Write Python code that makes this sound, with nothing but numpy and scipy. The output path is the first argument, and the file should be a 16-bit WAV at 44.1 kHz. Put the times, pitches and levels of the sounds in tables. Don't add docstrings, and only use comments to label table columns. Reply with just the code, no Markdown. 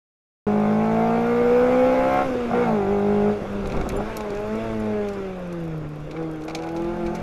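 import sys
import numpy as np
from scipy import signal
from scipy.fft import rfft, irfft
from scipy.io import wavfile
from scipy.ndimage import uniform_filter1d

SR = 44100
rng = np.random.default_rng(int(sys.argv[2]) if len(sys.argv) > 2 else 0)


def put_to_file(sound):
    columns = np.atleast_2d(sound).T
    safe = np.clip(columns, -1, 1)
    whole_steps = np.round(safe * 32767)
    wavfile.write(sys.argv[1], SR, whole_steps.astype(np.int16))


N = 318402


def amp(db):
    return 10 ** (np.asarray(db) / 20)


def evened(x):
    return x / np.sqrt(np.mean(x ** 2) + 1e-20)


def smoothed_twice(x, size):
    return uniform_filter1d(uniform_filter1d(x, size=size), size=size)


def read_spectrum(points, hz):
    f, value = np.transpose(points)
    return np.interp(np.log(hz + 1), np.log(f + 1), value)


def curves(rows, step=1):
    s, *columns = np.transpose(rows)
    return [np.interp(np.arange(0, N, step) / SR, s, column) for column in columns]


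def resonance_gain(modes, hz):
    return np.sqrt(sum(amp(db) ** 2 / (1 + (2 * (hz - f) / width) ** 2) ** 1.41 for f, width, db in modes))


def resonance_lag(modes, hz):
    return sum(np.arctan(2 * (hz - f) / width) for f, width, _ in modes)


def add(mix, s, sound):
    part = mix[round(s * SR):][:len(sound)]
    part += sound[:len(part)]


def noise(spectrum, patchy_db, flicker_db):
    frames, hz = N // 256 + 5, np.fft.rfftfreq(1024, 1 / SR)
    real, imaginary, patches = rng.standard_normal((frames, 513, 3)).T
    patches = uniform_filter1d(patches, size=9, axis=0)
    patches = evened(uniform_filter1d(patches, size=10, axis=1))
    flicker = evened(uniform_filter1d(rng.standard_normal(frames), size=4))
    db = read_spectrum(spectrum, hz)[:, None] + patchy_db * patches + flicker_db * flicker
    bins = (real + 1j * imaginary) * amp(db)
    return evened(signal.istft(bins, nperseg=1024, noverlap=768)[1][:N])


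# (time [s], firing rate [Hz])
REVS = [(0.47, 207.8), (0.64, 210), (0.81, 217.9), (0.98, 224), (1.32, 237.7), (1.49, 241.4), (1.66, 249.5),
        (2.0, 259.6), (2.2, 269.3), (2.26, 266.3), (2.32, 251.2), (2.5, 233.3), (2.56, 241.6),
        (2.62, 242.6), (2.8, 199.5), (2.86, 194.9), (2.92, 203), (3.0, 201.2), (3.11, 205.6), (3.22, 205.4),
        (3.33, 208.8), (3.44, 198.9), (3.55, 201.8), (3.77, 195.4), (3.88, 184.3), (4.1, 223.3),
        (4.32, 202), (4.65, 226.1), (4.76, 218.4), (4.98, 208.6), (5.2, 195.5), (5.42, 178.6),
        (5.53, 172.2), (5.86, 149.5), (6.08, 150.8), (6.19, 163.3), (6.41, 154.3), (6.52, 161.1),
        (6.74, 166.3), (6.96, 174.2), (7.07, 170.6), (7.2, 177.1)]


def cycles():
    return np.cumsum(curves(REVS)[0]) / (4 * SR)


def octaves_up():
    return np.log2(curves(REVS)[0] / 200)


# (order, relative level [dB])
SHARE = [(1, -28), (2, -5), (3, 4), (5, 3.5), (6, -4), (7, 8), (9, 4), (10, 2.5), (11, 5), (13, 6.5),
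         (14, 0), (15, 6.5), (16, 3.5), (17, 4), (20, 4), (24, 0.5), (28, 1), (40, -0.5), (56, -10)]
# (frequency [Hz], width [Hz], relative level [dB])
CABIN = [(50, 44, -10.5), (115, 24, 3), (169.2, 19, 11.5), (213, 12.3, 15), (337, 28, 6), (389, 28.4, -1),
         (498, 92, -1), (599, 59, 8), (730, 33, 9.5), (737.5, 17.6, 10.5), (828, 94, 3), (1070, 85, -3.5),
         (1200, 27, -2.5), (1365, 230, -5), (1483, 240, -8), (2200, 365, -10)]


def order_weights(order, hz, throttle, bright_db, dull, keen_db):
    weight = amp(np.interp(order, *np.transpose(SHARE))) * resonance_gain(CABIN, order * hz / 4)
    octaves = np.log2(np.maximum(order, 5) / 8)
    weight *= amp(bright_db * np.log2(hz / 220) * octaves * (order % 2))
    weight *= amp(dull * (throttle - 2) * octaves * (order % 4 == 2))
    return weight * amp(keen_db * (0.5 - throttle) * np.log2(order / 16) * (order % 4 == 0))


# (throttle-open level [dB], shut level [dB], how late the family wakes as the throttle opens [exponent])
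FAMILIES = [(0.5, -10.5, 1.046), (1.5, -5.5, 2.8), (-13.5, -13.5, 0.59), (-23.5, -58, 3.38)]
# (frequency [Hz], level [dB])
PIPE = [(150, -25.5), (157, -21.5), (170, -28), (190, -29.5), (212, -18.5), (228, -21.5), (245, -26),
        (254, -23), (267, -31.5), (300, -25.5), (320, -27.5), (343, -22), (356, -39), (385, -29),
        (408, -23.5), (445, -29), (465, -33), (485, -19), (525, -22), (550, -31.5), (625, -21.5),
        (655, -25.5), (672, -17), (700, -19), (722, -29.5), (750, -17.5), (785, -28), (810, -19)]
# (time [s], level of the higher firing orders [dB], level of the crank orders [dB])
UPPER = [(.47, -35.5, -31.5), (1.15, -36, -36.5), (1.24, -34.5, -33.5), (1.85, -44, -40),
         (2.22, -29.5, -39), (2.32, -50, -45), (2.52, -49, -44), (2.62, -33, -40), (2.8, -34.5, -35),
         (3.29, -36.5, -31.5), (3.37, -52, -42), (3.57, -55, -38.5), (3.7, -44, -64), (3.95, -48, -38),
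         (4.2, -39.5, -45), (4.4, -42, -46), (4.7, -41.5, -33.5), (4.9, -42, -33.5), (5.1, -43.5, -47),
         (5.6, -51.5, -49), (6.1, -54, -54), (6.2, -43.5, -45), (6.5, -48, -54), (6.63, -40.5, -38),
         (7.2, -39, -59)]
UNEVEN_DB_PER_OCTAVE = 3


def order_gains(order, hz, throttle, note_db, overtones_db, weight):
    levels = [amp(shut_db + (open_db - shut_db) * throttle ** late) for open_db, shut_db, late in FAMILIES]
    note = amp(read_spectrum(PIPE, order * hz / 4) + np.where(order == 4, note_db, overtones_db))
    gain = sum((order == k) * note * level for k, level in zip((4, 8, 12), levels))

    uneven = (order % 2 == 1) * weight * amp(UNEVEN_DB_PER_OCTAVE * np.log2(hz / 220))
    gain = gain + uneven * levels[3] / np.sqrt((uneven ** 2).sum(axis=0).mean())

    higher_firing, crank = (order % 4 == 0) & (order > 12), order % 4 == 2
    for family, db in zip((higher_firing, crank), curves(UPPER, step=64)):
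        share = family * weight
        gain = gain + share * amp(db) / np.sqrt((share ** 2).sum(axis=0))
    return gain


# (time [s], throttle [0-1], firing note level [dB], level of its overtones [dB])
DRIVE = [(.47, 0.94, -2, -0.5), (.64, 0.98, -1, -7), (.9, 0.95, -2, 1), (1.3, 0.95, -1, 3),
         (2.22, 0.98, 0.5, -1), (2.3, 0.65, -1, -6), (2.45, 0.4, 1.5, 1), (2.5, .3, 3, -8),
         (2.55, 1, -3, -3), (2.86, 0.93, -2.5, 1), (3.3, 0.96, -0.5, 0), (3.37, 0.6, -11.5, -2.5),
         (3.44, 0.52, -9, -23), (3.55, 0, 6.5, -3), (3.8, 0.7, -6, -3.5), (3.88, .7, -27, -2),
         (3.99, 0.3, -3, -3), (4.12, 0.6, -16, -6.5), (4.3, 0.57, -11, -3), (4.43, 0.27, -11.5, 0.5),
         (4.54, 0.53, -1.5, -0.5), (4.65, 0.6, -10, -4), (4.8, 0.34, -0.5, 0), (4.98, 0.1, 0, 3.5),
         (5.15, 0.52, -6, -1), (5.3, 0, 4.5, 4), (5.55, 0, 5.5, -6.5), (5.75, 0, 2.5, -6),
         (6.05, 0.2, -1.5, -13), (6.13, 0, -12, -11), (6.19, 0.33, -1, 1), (6.45, 0.03, -10, -1.5),
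         (6.63, 0.58, -11, -5), (6.8, 0.84, -8.5, -2.5), (7.2, .9, -6, -5)]


def engine_orders(waver_db, wander, spread, ringing, bright_db, dull, keen_db):
    hz = curves(REVS, step=64)[0]
    throttle, note_db, overtones_db = curves(DRIVE, step=64)
    throttle = np.clip(throttle, 0, 1)
    order = np.arange(1, 57)[:, None]
    weight = order_weights(order, hz, throttle, bright_db, dull, keen_db)
    gain = order_gains(order, hz, throttle, note_db, overtones_db, weight)

    chance = rng.standard_normal((2, len(order), len(hz)))
    level_drift, phase_drift = (evened(smoothed_twice(c, size=30)) for c in chance)
    unrest = order / 12
    gain = np.sqrt(2) * gain * amp(waver_db * unrest * level_drift)
    phase = unrest * (wander * phase_drift + spread * rng.standard_normal(order.shape))
    phase -= ringing * resonance_lag(CABIN, order * hz / 4)

    cycle, at, coarse = cycles(), np.arange(N), np.arange(len(hz)) * 64
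    return sum(np.interp(at, coarse, g) * np.cos(2 * np.pi * k * cycle + np.interp(at, coarse, p))
               for k, g, p in zip(order[:, 0], gain, phase))


def puffing(depth, uneven):
    turn = 2 * np.pi * cycles()
    return evened(np.exp(depth * np.cos(4 * turn) + uneven * np.cos(turn)))


# (frequency [Hz], relative density [dB per Hz])
ROAR = [(60, -35), (140, -3), (230, -23.5), (300, -3), (480, 2), (740, -9), (1000, -13), (1400, -14.5),
        (1800, -33), (6000, -100)]
# (time [s], level [dB])
ROARING = [(.47, -30.5), (.64, -37), (1.2, -34.5), (1.9, -29), (2.1, -34.5), (2.26, -28.5), (2.48, -33.5),
           (2.66, -29.5), (2.82, -41), (3.15, -40), (3.35, -33), (3.68, -33), (3.78, -29), (3.83, -32.5),
           (3.88, -25.5), (3.94, -31.5), (4.04, -30.5), (4.43, -36.5), (5.2, -40), (6.05, -41.5),
           (6.15, -37), (6.41, -39.5), (6.55, -32.5), (6.74, -39), (7.2, -38.5)]


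def roar():
    sound = noise(ROAR, patchy_db=-2.0, flicker_db=2.0)
    return amp(curves(ROARING)[0]) * sound * puffing(depth=.3, uneven=0.12)


# (frequency [Hz], relative density [dB per Hz])
RASP = [(600, -28), (900, -7.5), (1100, -4), (1450, -4), (1870, -10), (2250, -8), (2750, -10.5),
        (3000, -17.5), (3510, -14.5), (4000, -21.5), (5100, -23), (6900, -27), (8000, -33), (12800, -35.5),
        (13500, -49.5), (14200, -88)]
RASP_DB, RASP_OPEN_DB, RASP_DB_PER_OCTAVE = -46, 2.5, 12
RASP_SHAKE = 0.17


def rasp():
    road_swing_db = uniform_filter1d(curves(ROAD)[0], size=20000) + 42
    db = RASP_DB + RASP_OPEN_DB * curves(DRIVE)[0]
    db = db + RASP_DB_PER_OCTAVE * octaves_up() + RASP_SHAKE * road_swing_db
    return amp(db) * noise(RASP, patchy_db=1.5, flicker_db=0.23) * puffing(depth=0.053, uneven=0.042)


# (centre [s], half length [s], level [dB], turns per four-stroke cycle)
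LOCKED_TONES = [(1.57, .06, -57, 83.5), (5.55, .2, -57, 36), (5.55, .2, -59, 44), (5.6, .22, -63, 83.5),
                (6.28, .08, -61, 83.5), (6.95, .2, -66, 83.5)]


def locked_tones():
    waver = evened(smoothed_twice(rng.standard_normal(N), size=1500))
    t, cycle_phase = np.arange(N) / SR, 2 * np.pi * cycles()
    tones = sum(amp(db) * np.exp(-((t - s) / half) ** 2) * np.sin(turns * cycle_phase + 0.49 * waver)
                for s, half, db, turns in LOCKED_TONES)
    return amp(1.4 * waver) * tones


# (time [s], level before attack and decay [dB], brightness [dB per octave])
KNOCKS = [(2.512, -18.5, 2.5), (2.533, -14, 2), (3.416, -25, -10), (3.745, -30, 10), (3.772, -24, 2),
          (3.80, -25, 1), (3.813, -25.5, 9), (3.865, -22, 0), (3.995, -25, -2), (4.004, -22, 2),
          (6.481, -31, 7), (6.505, -32, 7), (6.553, -28, 4)]


def knocks():
    out, t = np.zeros(N), np.arange(2000) / SR
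    envelope = (1 - np.exp(-t / 0.00043)) * np.exp(-t / 0.0083)
    for (s, db, tilt_db), turns in zip(KNOCKS, rng.random((len(KNOCKS), len(CABIN)))):
        ring = sum(amp(level + tilt_db * np.log2(hz / 500)) * np.sin(2 * np.pi * (hz * t + turn))
                   for (hz, _, level), turn in zip(CABIN, turns))
        add(out, s, amp(db) * evened(ring) * envelope)
    return out


# (time [s], nominal peak level [dB], brightness [dB per octave], length [ms])
TICKS = [(3.657, -26.5, -8, 4.9), (3.672, -33, 11, 3.8), (3.699, -25, -4, 2.32), (3.721, -22, 0.5, 2.1),
         (3.766, -31, 1, 3.6), (3.772, -25, -8, 4.4), (3.811, -25, -3, 4.5), (3.890, -18, 10, 2.4),
         (3.897, -25.5, -8, 7.5), (3.919, -42, 11, 4.9), (4.168, -20, 9.5, 3.8), (4.207, -22.5, -0.5, 2.5),
         (4.304, -26.5, 3, 2.5), (4.347, -35, 2, 5.8), (4.372, -26, 0, 2.2), (4.554, -37, 8, 3.6),
         (5.085, -30, 1.5, 6.2), (5.132, -40, 5, 7.1), (5.525, -39.5, 10, 6.6), (6.110, -31.5, -3, 8.1),
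         (6.163, -30.5, -15, 12.6), (6.226, -41, -1, 6.6), (6.312, -39, 11, 3), (6.419, -33, 0, 3.1),
         (6.436, -40, 6, 6.6), (6.480, -28, -1.5, 7.1), (6.496, -25, -2, 3.5), (6.507, -33, -2, 5.4),
         (6.548, -15, -0.5, 5.6), (6.586, -33, -5, 9.7), (6.621, -30, -2, 4.7), (6.633, -33.5, -3, 10.6),
         (6.669, -35, 0, 3.7), (6.688, -30, 0, 3.6), (6.762, -34, 0, 13.4), (6.820, -33, 5, 2.2),
         (6.844, -36, 4, 3.4), (7.062, -29.5, -5, 10.6), (7.149, -32, 4.5, 11), (7.200, -42, 5, 4.2)]
# (frequency [Hz], width [Hz], relative level [dB])
PANEL = [(2370, 370, 10), (4040, 1040, 2), (5860, 1860, -1), (7840, 810, -32), (10140, 450, -12),
         (11170, 290, -20), (11850, 280, -11)]


def ticks(rows):
    out, t, hz = np.zeros(N), np.arange(2048) / SR, np.fft.rfftfreq(2048, 1 / SR)
    panel = resonance_gain(PANEL, hz) * (hz > 900) / (1 + (hz / 13300) ** 24)
    for (s, db, tilt_db, ms), burst in zip(rows, rng.standard_normal((len(rows), len(t)))):
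        colour = panel * amp(tilt_db * np.log2((hz + 1) / 5000))
        u = t * 1000 / max(ms, .3)
        shape = (1 - np.exp(-t / 0.0013)) * (np.exp(-u ** 2) + 0.3 * np.exp(-u / 2.9))
        add(out, s, amp(db - 10) * evened(irfft(rfft(burst) * colour)) * shape)
    return out


FAINT_PER_S, FAINT_DB, FAINT_SPREAD_DB, FAINT_TILT_DB, FAINT_MS = 11, -48, 3, 16, 3


def faint_ticks():
    when, size = rng.random((round(FAINT_PER_S * N / SR), 2)).T
    levels_db = FAINT_DB - FAINT_SPREAD_DB * np.log(1 - size * 7 / 8)
    return [(s * N / SR, db, FAINT_TILT_DB, FAINT_MS) for s, db in zip(when, levels_db)]


# (time [s], level [dB])
CHINKS = [(3.964, -35), (4.01, -51.5), (4.091, -54), (4.26, -61), (4.797, -46)]
# (frequency [Hz], relative level [dB], time to fall 60 dB [s])
METAL = [(7190, -3, 0.063), (9070, -19, .06), (9960, -1, 0.044), (11100, -14, .06), (13500, 2, 0.012)]


def chinks():
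    out, t = np.zeros(N), np.arange(4000) / SR
    ring = sum(amp(db - 60 * t / t60) * np.sin(2 * np.pi * hz * t) for hz, db, t60 in METAL)
    for s, db in CHINKS:
        add(out, s, amp(db) * ring * (1 - np.exp(-t / 0.0032)))
    return out


# (frequency [Hz], relative density [dB per Hz])
RUMBLE = [(10, 3), (26, -4), (45, -4), (70, -16.5), (130, -10), (260, -12), (450, -36), (1500, -95)]
# (time [s], level [dB])
ROAD = [(.5, -45), (1.0, -42.5), (1.5, -38), (2.19, -37.5), (2.26, -34.5), (2.52, -38), (2.85, -38),
        (3.0, -38.5), (3.11, -41), (3.61, -34.5), (3.78, -23), (3.87, -25.5), (4.15, -38), (4.5, -38),
        (4.95, -43), (5.08, -38), (5.46, -42), (5.75, -43), (5.85, -36), (6.2, -43.5), (6.57, -45),
        (7.01, -35.5), (7.2, -40)]


def rumble():
    return amp(curves(ROAD)[0]) * noise(RUMBLE, patchy_db=-1.5, flicker_db=1.5)


# (frequency [Hz], relative density [dB per Hz])
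TOP_HISS = [(8000, -36), (12000, -11), (14000, 0), (15200, -3.5)]
# (time [s], level [dB])
TOP_HISS_LEVEL = [(.47, -68), (1.9, -60), (2.15, -62), (2.3, -110)]


def top_hiss():
    return amp(curves(TOP_HISS_LEVEL)[0]) * noise(TOP_HISS, patchy_db=-2.0, flicker_db=3.5)


def scene():
    engine = engine_orders(waver_db=1.34, wander=0.11, spread=1.24, ringing=0.68,
                           bright_db=12.5, dull=7.5, keen_db=7)
    engine = engine + roar() + rasp() + locked_tones()
    loose_parts = ticks(TICKS + faint_ticks()) + chinks()
    return (engine + knocks() + loose_parts + rumble() + top_hiss())[None]


START_S, EDGE_HZ = .467, 15100


def record(dry):
    gate = np.clip((np.arange(N) / SR - START_S) / 0.00075, 0, 1)
    low_pass = signal.firwin(2047, EDGE_HZ, window=("kaiser", 11), fs=SR)
    return signal.oaconvolve(dry * gate, low_pass[None], "same")


dry = scene()
out = record(dry)
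put_to_file(out)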